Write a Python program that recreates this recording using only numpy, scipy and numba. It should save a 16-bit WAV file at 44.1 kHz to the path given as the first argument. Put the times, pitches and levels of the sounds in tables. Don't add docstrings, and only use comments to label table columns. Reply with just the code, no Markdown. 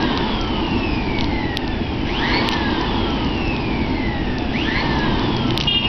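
import sys
import numpy as np
from scipy import signal
from scipy.fft import rfft
from scipy.io import wavfile
from scipy.ndimage import uniform_filter1d
from numba import njit

SR = 44100
rng = np.random.default_rng(int(sys.argv[2]) if len(sys.argv) > 2 else 0)


def master(y):
    cut = np.clip(np.atleast_2d(y).T, -1, 1)
    pcm = np.round(cut * 32767)
    wavfile.write(sys.argv[1], SR, pcm.astype(np.int16))


N = 259298
TIME = np.arange(N) / SR


def undb(db):
    return 10 ** (np.asarray(db) / 20)


def unit(x):
    return x / np.sqrt(np.mean(x ** 2))


def response(points, hz):
    f, db = np.transpose(points)
    return undb(np.interp(np.log(np.maximum(hz, 1)), np.log(f), db))


def noise(points):
    f = np.fft.rfftfreq(N, 1 / SR)
    return unit(np.fft.irfft(rfft(rng.standard_normal(N)) * response(points, f), N))


def walk(rate):
    f = np.fft.rfftfreq(N, 1 / SR)
    return unit(np.fft.irfft(rfft(rng.standard_normal(N)) * np.exp(-(f / rate) ** 2), N))


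def angle(hz):
    return 2 * np.pi * np.cumsum(hz) / SR


def late(x, lag_s):
    return np.interp(TIME - lag_s, TIME, x)


def yard(x, wet_db, t60):
    t = TIME[:SR // 2]
    echoes = rng.standard_normal(len(t)) * undb(-60 * t / t60) * (t > .004)
    reflected = signal.fftconvolve(x, echoes / np.linalg.norm(echoes))[:N]
    wet = undb(wet_db)
    return (x + wet * reflected) / np.hypot(1, wet)


def trill(hz=4829, level_db=-57):
    return np.sqrt(2) * np.sin(angle(hz * (1 + .0005 * walk(20)))) * undb(level_db + 2 * walk(12))


def drone(waver=0.014, octave_db=-9):
    # (peak time [s], half length [s], pitch [Hz], level [dB])
    swells = [(4.1, 0.092, 114.3, -31), (4.92, .3, 140.4, -29), (5.44, .12, 121.4, -23.5),
              (5.6, 0.21, 142.6, -27)]
    out = 0
    for s, half, hz, db in swells:
        phase = angle(hz * (1 + waver * walk(26)))
        tone = unit(np.sin(phase) + undb(octave_db) * np.sin(2 * phase))
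        out = out + tone * undb(db) * np.exp(-((TIME - s) / half) ** 2)
    return out * undb(2 * walk(36))


def toot(start, length, db, buzz_hz=404.5, sag_hz_per_s=20, attack_s=0.0088, release_s=0.018):
    # (multiple of the buzz rate, relative level [dB])
    partials = [(4, -33), (5, -33), (6, -18), (7, 0), (8, -10.5), (9, -19), (10, -31), (11, -37)]
    age = TIME - start
    envelope = np.clip(age / attack_s, 0, 1) * np.exp(-np.maximum(age - length, 0) / release_s)
    pitch_hz = buzz_hz - sag_hz_per_s * np.clip(age, 0, length)
    phase = angle(pitch_hz * (1 + 0.0052 * walk(110)))
    buzz = sum(undb(partial_db + 2 * walk(46)) * np.sin(k * phase) for k, partial_db in partials)
    return unit(buzz) * undb(db) * envelope


def horn():
    # (start [s], length [s], level [dB])
    toots = [(5.669, 0.12, -8), (5.82, 0.028, -15.5)]
    return yard(sum(toot(*row) for row in toots), wet_db=-9, t60=.22)


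def pop(hz, ring_s=0.00035, spray_db=-19, spray_s=0.0005, low_cut_hz=1800):
    t = TIME[:SR // 40]
    crack = np.sin(2 * np.pi * hz * t) * t / ring_s * np.exp(1 - 2 * t / ring_s)
    crack = signal.sosfilt(signal.butter(3, low_cut_hz, "high", fs=SR, output="sos"), crack)
    spray_band = signal.butter(2, [2600, 6000], "band", fs=SR, output="sos")
    spray = signal.sosfilt(spray_band, rng.standard_normal(len(t)))
    return crack / np.abs(crack).max() + undb(spray_db) * unit(spray) * np.exp(-t / spray_s)


def spits():
    # (time [s], level [dB], fade [s])
    showers = [(2.512, -20.5, 0.034), (5.602, -6, 0.0087), (5.626, -27.5, 0.1)]
    envelope = sum(undb(db) * (TIME > s) * np.exp(-np.abs(TIME - s) / fade) for s, db, fade in showers)
    fizz = noise([(1500, -5.5), (3000, 17), (5700, 3.5)]) * undb(7.5 * walk(420))
    return envelope * unit(fizz)


def coals(speed, tick_count=420, tick_db=-34, tick_range_db=11.5, hiss_db=-50.5):
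    # (time [s], peak level [dB], pitch [Hz])
    pops = [(.0263, -14, 4670), (.175, -7, 3800), (.412, -14, 5040), (1.1877, -8.5, 3340),
            (1.2092, -6, 3600), (1.2431, -10, 4030), (1.5713, -0.5, 3430), (1.6781, -15.5, 4260),
            (2.4887, 1, 3030), (2.812, -16, 4840), (3.2475, -18, 4500), (3.5648, -14.5, 3400),
            (4.3839, -16, 4650), (4.9906, -18, 4740), (5.1946, -13, 4200), (5.3662, -13.5, 4670),
            (5.5069, -7, 3350), (5.5762, 2.5, 3630)]
    # (frequency [Hz], relative level [dB])
    embers = [(2500, -14), (4400, -1), (5400, 1), (5900, -3.5)]
    fanned = np.cumsum(late(speed, lag_s=0.1) ** 3)
    fanned /= fanned[-1]
    ticks = [(np.interp(when, fanned, TIME), tick_db + tick_range_db * size ** 10, 3600 + 2000 * pitch)
             for when, size, pitch in rng.random((tick_count, 3))]
    out = np.zeros(N + SR)
    for s, db, hz in list(pops) + ticks:
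        grain, start = undb(db) * pop(hz), max(int(s * SR), 0)
        out[start:start + len(grain)] += grain
    return out[:N] + spits() + noise(embers) * undb(hiss_db)


def fire(speed, roar_db=-23, flare_db=2.5):
    # (frequency [Hz], relative level [dB])
    roar = [(20, -3), (45, 0), (80, -2.5), (125, -3.5), (170, -8.5), (250, -0.5), (330, -8), (420, -11),
            (520, -19), (660, -16), (850, -16), (1250, -29), (2600, -23), (4200, -33.5), (5500, -35.5),
            (6000, -66)]
    flare = late(speed, lag_s=0.59) / speed.max()
    return noise(roar) * undb(roar_db + flare_db * flare + .5 * walk(1.9))


def air(speed, power, rush_db=-21.5, flow_exponent=2.34, sparking_db=-33):
    # (frequency [Hz], relative level [dB])
    turbulence = [(120, -2), (290, 11), (450, 7.5), (620, -1), (980, 9.5), (1350, -3.5), (1750, -2.5),
                  (2400, -6.5), (3100, 0.5), (3900, -6.5), (5000, -10.5), (5800, -29)]
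    flow = late(speed, lag_s=0.019) / speed.max()
    rush = noise(turbulence) * flow ** flow_exponent * undb(rush_db + 1.2 * walk(2.9))
    sparking = noise([(900, -20.0), (1900, 9.5), (3300, 12.5), (5500, -2.5)]) * power * undb(sparking_db)
    return rush + sparking


def hose(x):
    # (frequency [Hz], width [Hz], gain [dB])
    bands = [(211, 27, 2), (330.6, 24, 6.5), (533, 15, 3), (583, 28, 0.5), (893, 83, 4), (2950, 65, 4.5),
             (3090, 47, -11)]
    return x + sum((undb(db) - 1) * signal.lfilter(*signal.iirpeak(hz, hz / width, fs=SR), x)
                   for hz, width, db in bands)


def shaft(power, start_hz=163.4, free_hz=257, spin_up_s=.253, coast_s=2.19, step_s=1 / 500):
    hz, track, times = start_hz, [], np.arange(0, N / SR, step_s)
    for on in np.interp(times, TIME, power):
        track.append(hz)
        pull = on * (free_hz - hz) / spin_up_s
        air_drag = 26 * (hz / 180) ** 8
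        hz += step_s * (pull - hz / coast_s - air_drag)
    return np.interp(TIME, times, track)


def impeller(speed, blades=10):
    # (frequency [Hz], level [dB])
    whistle = [(620, -59), (760, -36.5), (950, -37), (1100, -45.5), (1350, -37), (1460, -49.5),
               (1660, -28.5), (1800, -33.5), (1900, -35.5)]
    octave = [(2850, -52.5), (3120, -34), (3350, -50.5)]
    blade_hz = blades * late(speed, lag_s=.028)
    phase = angle(blade_hz * (1 + 0.0028 * walk(58)))
    fundamental = response(whistle, blade_hz) * np.sin(phase)
    return fundamental + response(octave, 2 * blade_hz) * np.sin(2 * phase)


def motor(speed, power, segments=24, slots=12):
    # (frequency [Hz], relative level [dB])
    coasting_whine = [(1480, -57.5), (1760, -44.5), (2020, -32.5), (2150, -42), (2280, -35), (2450, -37),
                      (2650, -32), (2900, -37.5), (3130, -38), (3380, -35.5), (3560, -44), (3790, -42.5),
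                      (4120, -43.5), (4420, -46.5)]
    driven_whine = [(1600, -43), (2200, -31.5), (3300, -37), (3900, -44.5), (4450, -33)]
    slot_hum = [(800, -44), (1600, -43), (1800, -26), (2000, -28), (2300, -24)]
    overtones = [(2200, -38), (2850, -35.5), (3050, -39.5), (3320, -40.5), (3600, -48), (4100, -42),
                 (4750, -48), (5300, -44), (5900, -76)]
    turn = angle(speed * (1 + (.001 + .004 * power) * walk(70)))
    wobble = 1 + (.6 + .3 * power) * np.cos(turn) + .18 * np.cos(2 * turn + 1)
    wobble += (.12 + .45 * power) * walk(200)
    whine_hz = segments * speed
    gain = (1 - power) * response(coasting_whine, whine_hz) + power * response(driven_whine, whine_hz)
    whine = gain * np.sin(segments * turn) * undb(2.6 + 1.4 * walk(16))
    hum = response(slot_hum, slots * speed) * np.sin(slots * turn) * undb(-13 * (1 - power))
    octave = response(overtones, 2 * whine_hz) * np.sin(2 * segments * turn + .9 * walk(80))
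    octave *= undb(-3 + 3.5 * walk(18))
    fifth = response(overtones, (segments + slots) * speed) * np.sin((segments + slots) * turn)
    rasp = sum(response(overtones, k * speed) * rng.rayleigh()
               * np.sin(k * turn + 2 * np.pi * rng.random()) for k in range(slots + 4, 2 * segments))
    tones = (whine + hum + octave + undb(-10) * fifth) * wobble + undb(-23.5) * rasp + impeller(speed)
    return yard(np.sqrt(2) * tones, wet_db=-4.5, t60=0.25)


def scene():
    # (start [s], end [s])
    squeezes = [(2.058, 2.397), (4.525, 4.816)]
    pressed = sum(1. * ((TIME > on) & (TIME < off)) for on, off in squeezes)
    power = uniform_filter1d(pressed, SR // 40)
    speed = shaft(power)
    forge = motor(speed, power) + hose(air(speed, power) + fire(speed)) + coals(speed)
    return (forge + trill() + drone() + horn())[None]


@njit
def follow(x, attack, release):
    out, level = np.empty(len(x)), 0.
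    for i in range(len(x)):
        level += (abs(x[i]) - level) * (attack if abs(x[i]) > level else release)
        out[i] = level
    return out


def low_pass(x, hz):
    return signal.sosfilt(signal.ellip(10, .2, 85, hz, fs=SR, output="sos"), x)


def record(dry, attack_s=0.00046, release_s=0.064, limit_db=-10.0, clip_db=-3):
    level = follow(dry[0], 1 / (attack_s * SR), 1 / (release_s * SR))
    ducked = dry[0] / np.maximum(level / undb(limit_db), 1)
    narrow = low_pass(ducked, hz=5880)
    clipped = np.clip(narrow, -undb(clip_db), undb(clip_db))
    return low_pass(clipped, hz=16000)[None]


dry = scene()
out = record(dry)
master(out)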